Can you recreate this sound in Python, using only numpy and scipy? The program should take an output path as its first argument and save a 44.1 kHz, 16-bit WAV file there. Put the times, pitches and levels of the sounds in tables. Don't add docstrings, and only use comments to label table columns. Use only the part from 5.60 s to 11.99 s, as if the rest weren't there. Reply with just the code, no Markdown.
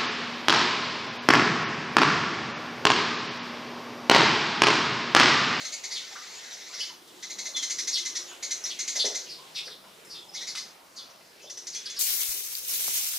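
import sys
import numpy as np
from scipy import signal
from scipy.fft import rfft, irfft, next_fast_len
from scipy.io import wavfile

SR = 44100
rng = np.random.default_rng(int(sys.argv[2]) if len(sys.argv) > 2 else 0)


def voltage_ratio(level):
    return 10 ** (np.asarray(level, float) / 20)


def int16_out(signal):
    q = np.round(np.clip(np.atleast_2d(signal).T, -1, 1) * 32767)
    wavfile.write(sys.argv[1], SR, q.astype(np.int16))


N = 281799


def rms_one(x):
    return x / np.sqrt(np.mean(x ** 2) + 1e-20)


def in_time(rows):
    s, *columns = np.transpose(rows)
    return [np.interp(np.arange(N) / SR, s, column) for column in columns]


def at_hz(points, hz):
    table_hz, values = np.transpose(points)
    return np.interp(np.log(hz), np.log(table_hz), values)


def wander(count, rate_hz):
    pole = np.exp(-2 * np.pi * rate_hz / SR)
    white = rng.standard_normal(count + 4000)
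    smooth = rms_one(signal.lfilter([1], [1, -2 * pole, pole * pole], white))
    return smooth[-count:]


def resonance(x, hz, width_hz):
    r = np.exp(-np.pi * min(width_hz, 9000) / SR)
    poles = [1, -2 * r * np.cos(2 * np.pi * hz / SR), r * r]
    return signal.lfilter([(1 - r * r) / 2, 0, (r * r - 1) / 2], poles, x)


def add(track, s, note):
    at = max(round(s * SR), 0)
    track[at:at + len(note)] += note[:N - at]


# (frequency [Hz], density [dB per Hz])
AIR_SPECTRUM = [(25, -35), (64, -23), (200, -12), (400, -6), (1200, -9), (5000, -12), (10000, -21),
                (16500, -24.5)]
# (frequency [Hz], likeness [0-1])
AIR_LIKENESS = [(60, 0.75), (180, 1), (550, 0.47), (1650, 0.16), (4970, 0.8), (15000, 0.52)]


def air(hiss_db, patchy_db):
    out = 0
    edges = 22 * 2 ** np.arange(0, 9.6, .5)
    white = rng.standard_normal((2, 2, N))
    for k, (low, high) in enumerate(zip(edges, edges[1:])):
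        band = signal.butter(2, [low, high], "band", fs=SR, output="sos")
        mid, side = signal.sosfilt(band, white[k % 2])
        hz = np.sqrt(low * high)
        alike = np.clip(at_hz(AIR_LIKENESS, hz), 0, 1)
        flicker_db = patchy_db * (hz < 7000) * wander(N, 2.87)
        leaves_db = hiss_db * (1500 < hz < 8000)
        gain = voltage_ratio(at_hz(AIR_SPECTRUM, hz) + flicker_db + leaves_db)
        out = out + gain * (np.sqrt(1 + alike) * mid + np.sqrt(1 - alike) * side * [[1], [-1]])
    return rms_one(out)


MOTOR_FADE_DB_PER_S = 62
# (start [s], end [s], level [dB])
HIGH_MOTOR = [
    (0, .6, -88),
    (1.45, 3.65, -63.5),
    (4.5, 4.9, -67.5),
    (5.95, 6.3, -67),
]
LOW_MOTOR = [
    (1.8, 3.4, -80),
    (3.85, 4.95, -69.5),
    (5.5, 6.5, -75),
]


def motor(passes, hz, width_hz):
    t = np.arange(N) / SR
    level = 0
    for start, end, db in passes:
        outside_s = np.maximum(np.maximum(start - t, t - end), 0)
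        level = level + voltage_ratio(db - MOTOR_FADE_DB_PER_S * outside_s)
    hum = resonance(resonance(rng.standard_normal(N), hz, width_hz), hz, width_hz)
    return level * rms_one(hum)


BURR_HZ = 359.7


def syrinx(pitch_hz, partials_db, burr, jitter, rise):
    count = len(pitch_hz)
    share = np.arange(count) / count
    beat = 2 * np.pi * np.cumsum(BURR_HZ * (1 + .1 * wander(count, 30)) / SR)
    shaken_hz = pitch_hz * (1 + burr * (np.sin(beat) + jitter * wander(count, 445)))
    phase = 2 * np.pi * np.cumsum(shaken_hz) / SR
    pulsing = 1 + np.clip(6 * burr, 0, .5) * np.cos(beat)
    swell = np.sin(np.pi / 2 * np.interp(share, [0, rise, 1], [0, 1, 0])) ** 1.3
    partials = np.array([voltage_ratio(db) * np.sin((k + 1) * phase) for k, db in enumerate(partials_db)])
    return partials * pulsing * swell


def breath(under, hz, width_hz):
    noise = resonance(rng.standard_normal(len(under)), hz, width_hz)
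    return rms_one(noise) * np.abs(under)


BEAK_CUT_HZ = 7510
SCOLD_S = .042
SCOLD_BEND = [(0, .92), (.25, .99), (.55, 1.01), (1, .96)]


def scold_note(third_hz, first_db, second_db, top_db, length=SCOLD_S, shape=SCOLD_BEND):
    share = np.linspace(0, 1, int(length * SR))
    bend = np.interp(share, *np.transpose(shape))
    partials_db = [first_db + 0.0, second_db - 3, 0, top_db + 9.5, top_db - 2, top_db + 1, top_db - 22]
    rows = syrinx(third_hz / 3 * bend, partials_db, burr=.06, jitter=.95, rise=.3)
    rasp = rows[:3].sum(axis=0) + voltage_ratio(-4.5) * breath(rows[2], 4750, 2000)
    throat = signal.sosfilt(signal.butter(6, BEAK_CUT_HZ, fs=SR, output="sos"), rasp)
    spray = voltage_ratio(top_db + 10.5) * breath(rows[2], 9800, 4000)
    return throat + rows[3:].sum(axis=0) + spray


MEAN_EFFORT_DB = -30
LOW_LAG = (0.67, 0.58)
# (first dB, second dB, top dB)
NEAR_VOICE_DB, THIN_VOICE_DB = (-9, -2, -29), (-19.5, -17, -29.5)
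THIN_S, THIN_BEND = .03, [(0, .86), (.3, 1.02), (.55, .99), (1, .95)]
# (time [s], third partial peak [dB], third partial [Hz])
SCOLD = [(0.0044, -38.5, 6600), (0.0498, -31.5, 6340), (0.1286, -30.5, 6690), (0.2409, -31.5, 6350),
         (0.3174, -34, 6090), (1.1423, -49, 6220), (1.6312, -35, 6080), (1.7045, -34, 6500),
         (1.7883, -31, 6390), (1.8572, -30, 6290), (1.9659, -27, 6240), (2.0298, -26, 6310),
         (2.1036, -25, 6294), (2.1889, -25, 6060), (2.2777, -24.5, 6220), (2.3784, -29, 6200),
         (2.4573, -26.5, 6280), (2.5576, -26.5, 6114), (2.8315, -28.5, 6330), (2.9123, -25.5, 6280),
         (3.0555, -30.5, 6076), (3.1946, -26, 6335), (3.2814, -25, 6650), (3.3593, -24.5, 6070),
         (3.4526, -24, 5955), (3.5523, -26, 6120), (4.7514, -39, 6330), (4.815, -35, 6080),
         (4.8748, -35, 6410), (4.9721, -35, 6340)]
# (time [s], third partial peak [dB], third partial [Hz])
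THIN_SCOLD = [
    (5.9035, -33.5, 6100),
    (5.9773, -33.5, 6010),
    (6.0741, -30.5, 6004),
    (6.1529, -28, 6050),
    (6.3034, -33.5, 6130),
]


def scolding():
    out = np.zeros(N)
    near = SCOLD, NEAR_VOICE_DB, SCOLD_S, SCOLD_BEND
    thin = THIN_SCOLD, THIN_VOICE_DB, THIN_S, THIN_BEND
    for notes, (first_db, second_db, top_db), length, shape in (near, thin):
        for s, db, hz in notes:
            effort_db = db - MEAN_EFFORT_DB
            first, second = np.array([first_db, second_db]) - effort_db * np.array(LOW_LAG)
            add(out, s - .009, voltage_ratio(db - 2.0) * scold_note(hz, first, second, top_db, length, shape))
    return out


# (time [s], peak [dB], ring [Hz]); taps are soft and almost tonal
TAPS = [
    (0.049, -49, 1250),
    (.51, -50, 761),
    (0.554, -42, 1235),
    (1.094, -47.5, 1150),
    (1.30, -51, 930),
    (3.784, -49, 1060),
]
FEET = [
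    (.56, -42, 1620),
    (2.713, -46, 1280),
    (4.069, -45, 475),
    (4.079, -46, 1590),
    (4.949, -43.5, 1280),
    (5.84, -48, 597),
]
LANDINGS = [
    (3.35, -45, 547),
    (3.441, -37.5, 455),
    (3.468, -52, 670),
]
WINGS = [
    (1.476, -53.5, 5130),
    (4.24, -49, 885),
    (4.448, -52, 6850),
    (4.952, -43, 5600),
    (4.952, -33.5, 2880),
    (5.609, -56, 1890),
    (5.795, -53, 3460),
    (6.002, -60, 9500),
]
# (ring width as share of its pitch [ratio], t60 [s])
KNOCK_KINDS = [
    (.18, 0.16),
    (.5, 0.13),
    (.7, 0.32),
    (1.2, .14),
]


def knocks():
    out = np.zeros(N)
    t = np.arange(int(.35 * SR)) / SR
    for contacts, (width_share, t60) in zip((TAPS, FEET, LANDINGS, WINGS), KNOCK_KINDS):
        for s, db, hz in contacts:
            width_hz = width_share * hz
            rustle = rng.standard_normal(len(t))
            ring = rms_one(resonance(resonance(rustle, hz, width_hz), hz, width_hz))
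            onset = np.minimum(t / 0.00039, 1)
            add(out, s, voltage_ratio(db - 60 * t / t60) * onset * ring)
    return out


# (time [s], length [s], start [Hz], peak [dB])
FALLS = [(0.296, 0.07, 4790, -36), (0.353, 0.031, 3816, -33.5), (1.185, 0.047, 5310, -31.5),
         (1.47, 0.03, 3800, -54.5), (2.321, 0.033, 4950, -27), (2.344, 0.031, 4090, -27.5),
         (2.657, 0.086, 3270, -47), (3.089, 0.028, 4930, -37), (3.099, 0.025, 3685, -35),
         (3.68, 0.056, 5110, -39), (3.942, 0.049, 5570, -36), (3.946, 0.05, 4140, -33.5),
         (3.955, 0.042, 2920, -39), (4.044, 0.038, 5370, -39.5), (4.088, 0.045, 4150, -44.5),
         (4.49, 0.057, 5340, -40.5), (4.735, 0.028, 5720, -36), (4.757, 0.039, 4090, -38.5),
         (4.867, 0.036, 5510, -34.5), (4.966, 0.032, 5680, -35), (5.498, 0.015, 6080, -51.5),
         (5.809, 0.046, 6270, -49.5), (6.123, 0.029, 5200, -37.5), (6.253, 0.018, 5240, -32.5),
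         (6.356, 0.038, 5260, -33)]
BUZZES = [(0.903, 0.025, 4010, -44), (0.918, 0.024, 6110, -40.5), (1.136, 0.02, 5740, -36),
          (3.383, 0.042, 4624, -24.5), (3.388, 0.03, 3690, -27), (3.66, 0.031, 2970, -47),
          (4.53, 0.047, 2810, -54), (4.536, 0.048, 3750, -44), (4.58, 0.022, 3665, -50),
          (5.354, 0.032, 6380, -46), (5.359, 0.036, 4730, -40), (5.376, 0.037, 3640, -46)]
RISES = [(1.198, 0.028, 2850, -31), (3.035, 0.018, 5570, -27.5), (4.709, 0.067, 5250, -48.5),
         (5.797, 0.018, 2450, -53), (5.825, 0.038, 2940, -52.5), (5.86, 0.035, 3390, -51),
         (6.138, .05, 2300, -50.5), (6.147, 0.036, 3170, -42), (6.257, 0.022, 1530, -47.5),
         (6.265, 0.027, 3245, -41), (6.353, 0.038, 1563, -53), (6.359, 0.027, 1100, -54),
         (6.37, 0.035, 3230, -49)]
WHISTLES = [(0.744, 0.037, 6970, -46), (1.93, 0.026, 4250, -41), (1.943, 0.031, 3532, -30.5),
            (1.976, 0.039, 3310, -39), (2.015, 0.034, 3170, -40), (2.316, 0.042, 5710, -33),
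            (2.669, 0.039, 6900, -45.5), (4.446, 0.03, 5430, -54), (4.61, 0.024, 3440, -49),
            (4.682, 0.019, 5250, -46.5), (6.283, 0.019, 3530, -41)]
CHIRP_KINDS = [
    (.81, 0.96),
    (0.89, 0.71),
    (1.13, 0.52),
    (.945, 0.2),
]


def chirps():
    out = np.zeros(N)
    for notes, (end_share, burr) in zip((FALLS, BUZZES, RISES, WHISTLES), CHIRP_KINDS):
        burr = np.clip(burr, 0, 1)
        for s, length, start_hz, db in notes:
            glide_hz = np.geomspace(start_hz, end_share * start_hz, int(1.6 * length * SR))
            rows = syrinx(glide_hz, [0, -21, -37], burr=.12 * burr, jitter=.4 * burr, rise=.3)
            air_noise = burr * voltage_ratio(-14.5) * breath(rows[0], 5400, 4500)
            add(out, s, voltage_ratio(db) * (rows.sum(axis=0) + air_noise))
    return out


# (time [s], level [dB])
FLOCK = [
    (0.3, -47.5),
    (0.506, -52),
    (1.1, -52.5),
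    (1.18, -46.5),
    (1.306, -53),
    (1.35, -93),
]


def flock():
    out = np.zeros(N)
    first, last = FLOCK[0][0], FLOCK[-1][0]
    for k, (late, tune, db) in enumerate(rng.standard_normal((80, 3))):
        s = first + (last - first) * (k + 0.53 * late) / 80
        add(out, s, voltage_ratio(0.66 * db) * scold_note(6100 * (1 + .11 * tune), -4.5, 0.53, -40.0))
    heard_rms = np.sqrt(np.mean(out[round(first * SR):round(last * SR)] ** 2))
    return voltage_ratio(in_time(FLOCK)[0] + 4.5) * out / heard_rms


def voices():
    birds = scolding() + chirps() + flock()
    high = signal.sosfilt(signal.butter(4, 1000, "high", fs=SR, output="sos"), birds)
    return signal.sosfilt(signal.butter(2, 11500, fs=SR, output="sos"), high + knocks())


EARLY_T60_S, EARLY_DB = 0.053, -21.5
ALLEY_T60_S, ALLEY_DB, DIRECT_DB = .34, 1, -.5
WALL_LOW_HZ, WALL_LOW_WIDTH_HZ, WALL_LOW_LOSS = 1460, 1400, .55


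def alley(x):
    t = np.arange(int(.6 * SR)) / SR
    mid, side = rng.standard_normal((2, len(t)))
    scatter = mid + 0.3 * side * np.array([[1], [-1]])
    decay = voltage_ratio(-60 * t / ALLEY_T60_S) + voltage_ratio(EARLY_DB - 60 * t / EARLY_T60_S)
    scatter = scatter * decay * np.minimum(t / 0.0007, 1)
    scatter = voltage_ratio(ALLEY_DB) * scatter / np.sqrt(np.sum(scatter ** 2) / 2)
    scatter = scatter - WALL_LOW_LOSS * resonance(scatter, WALL_LOW_HZ, WALL_LOW_WIDTH_HZ)
    return voltage_ratio(DIRECT_DB) * x + signal.fftconvolve(x[None], scatter, axes=1)[:, :N]


LEFT_LAG_S = 1.5e-5
# (time [s], air level [dB], leafy hiss over it [dB])
TOWN = [
    (0, -47, 8),
    (.3, -50.5, 4),
    (.9, -49, 5),
    (1.3, -49.5, -5.5),
    (2, -48, -0.5),
    (3.6, -48.5, 3.5),
    (4, -49, -2.5),
    (5.9, -52, -1),
    (6.39, -52.5, 8),
]


def scene():
    air_db, hiss_db = in_time(TOWN)
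    birds = alley(voices()) * voltage_ratio(np.array([[.4], [-.4]]))
    size = next_fast_len(N)
    lag = np.exp(-2j * np.pi * np.fft.rfftfreq(size, 1 / SR) * LEFT_LAG_S)
    birds[0] = irfft(rfft(birds[0], size) * lag, size)[:N]
    town = voltage_ratio(air_db) * air(hiss_db, patchy_db=2.56)
    return birds + town + motor(LOW_MOTOR, 169, 59) + motor(HIGH_MOTOR, 351, 64)


def low_pass(x):
    return signal.sosfilt(signal.butter(12, 15750, fs=SR, output="sos"), x)


SIDE_CUT_HZ, TOP_CUT_HZ = 9460, 15950


def record(dry):
    side_filter = signal.butter(4, SIDE_CUT_HZ, fs=SR, output="sos")
    side = signal.sosfiltfilt(side_filter, dry[0] - dry[1]) / 2
    pair = dry.mean(axis=0) + side * np.array([[1], [-1]])
    mix = signal.sosfilt(signal.cheby2(16, 60, TOP_CUT_HZ, fs=SR, output="sos"), pair)
    return low_pass(mix)


dry = scene()
out = record(dry)
int16_out(out)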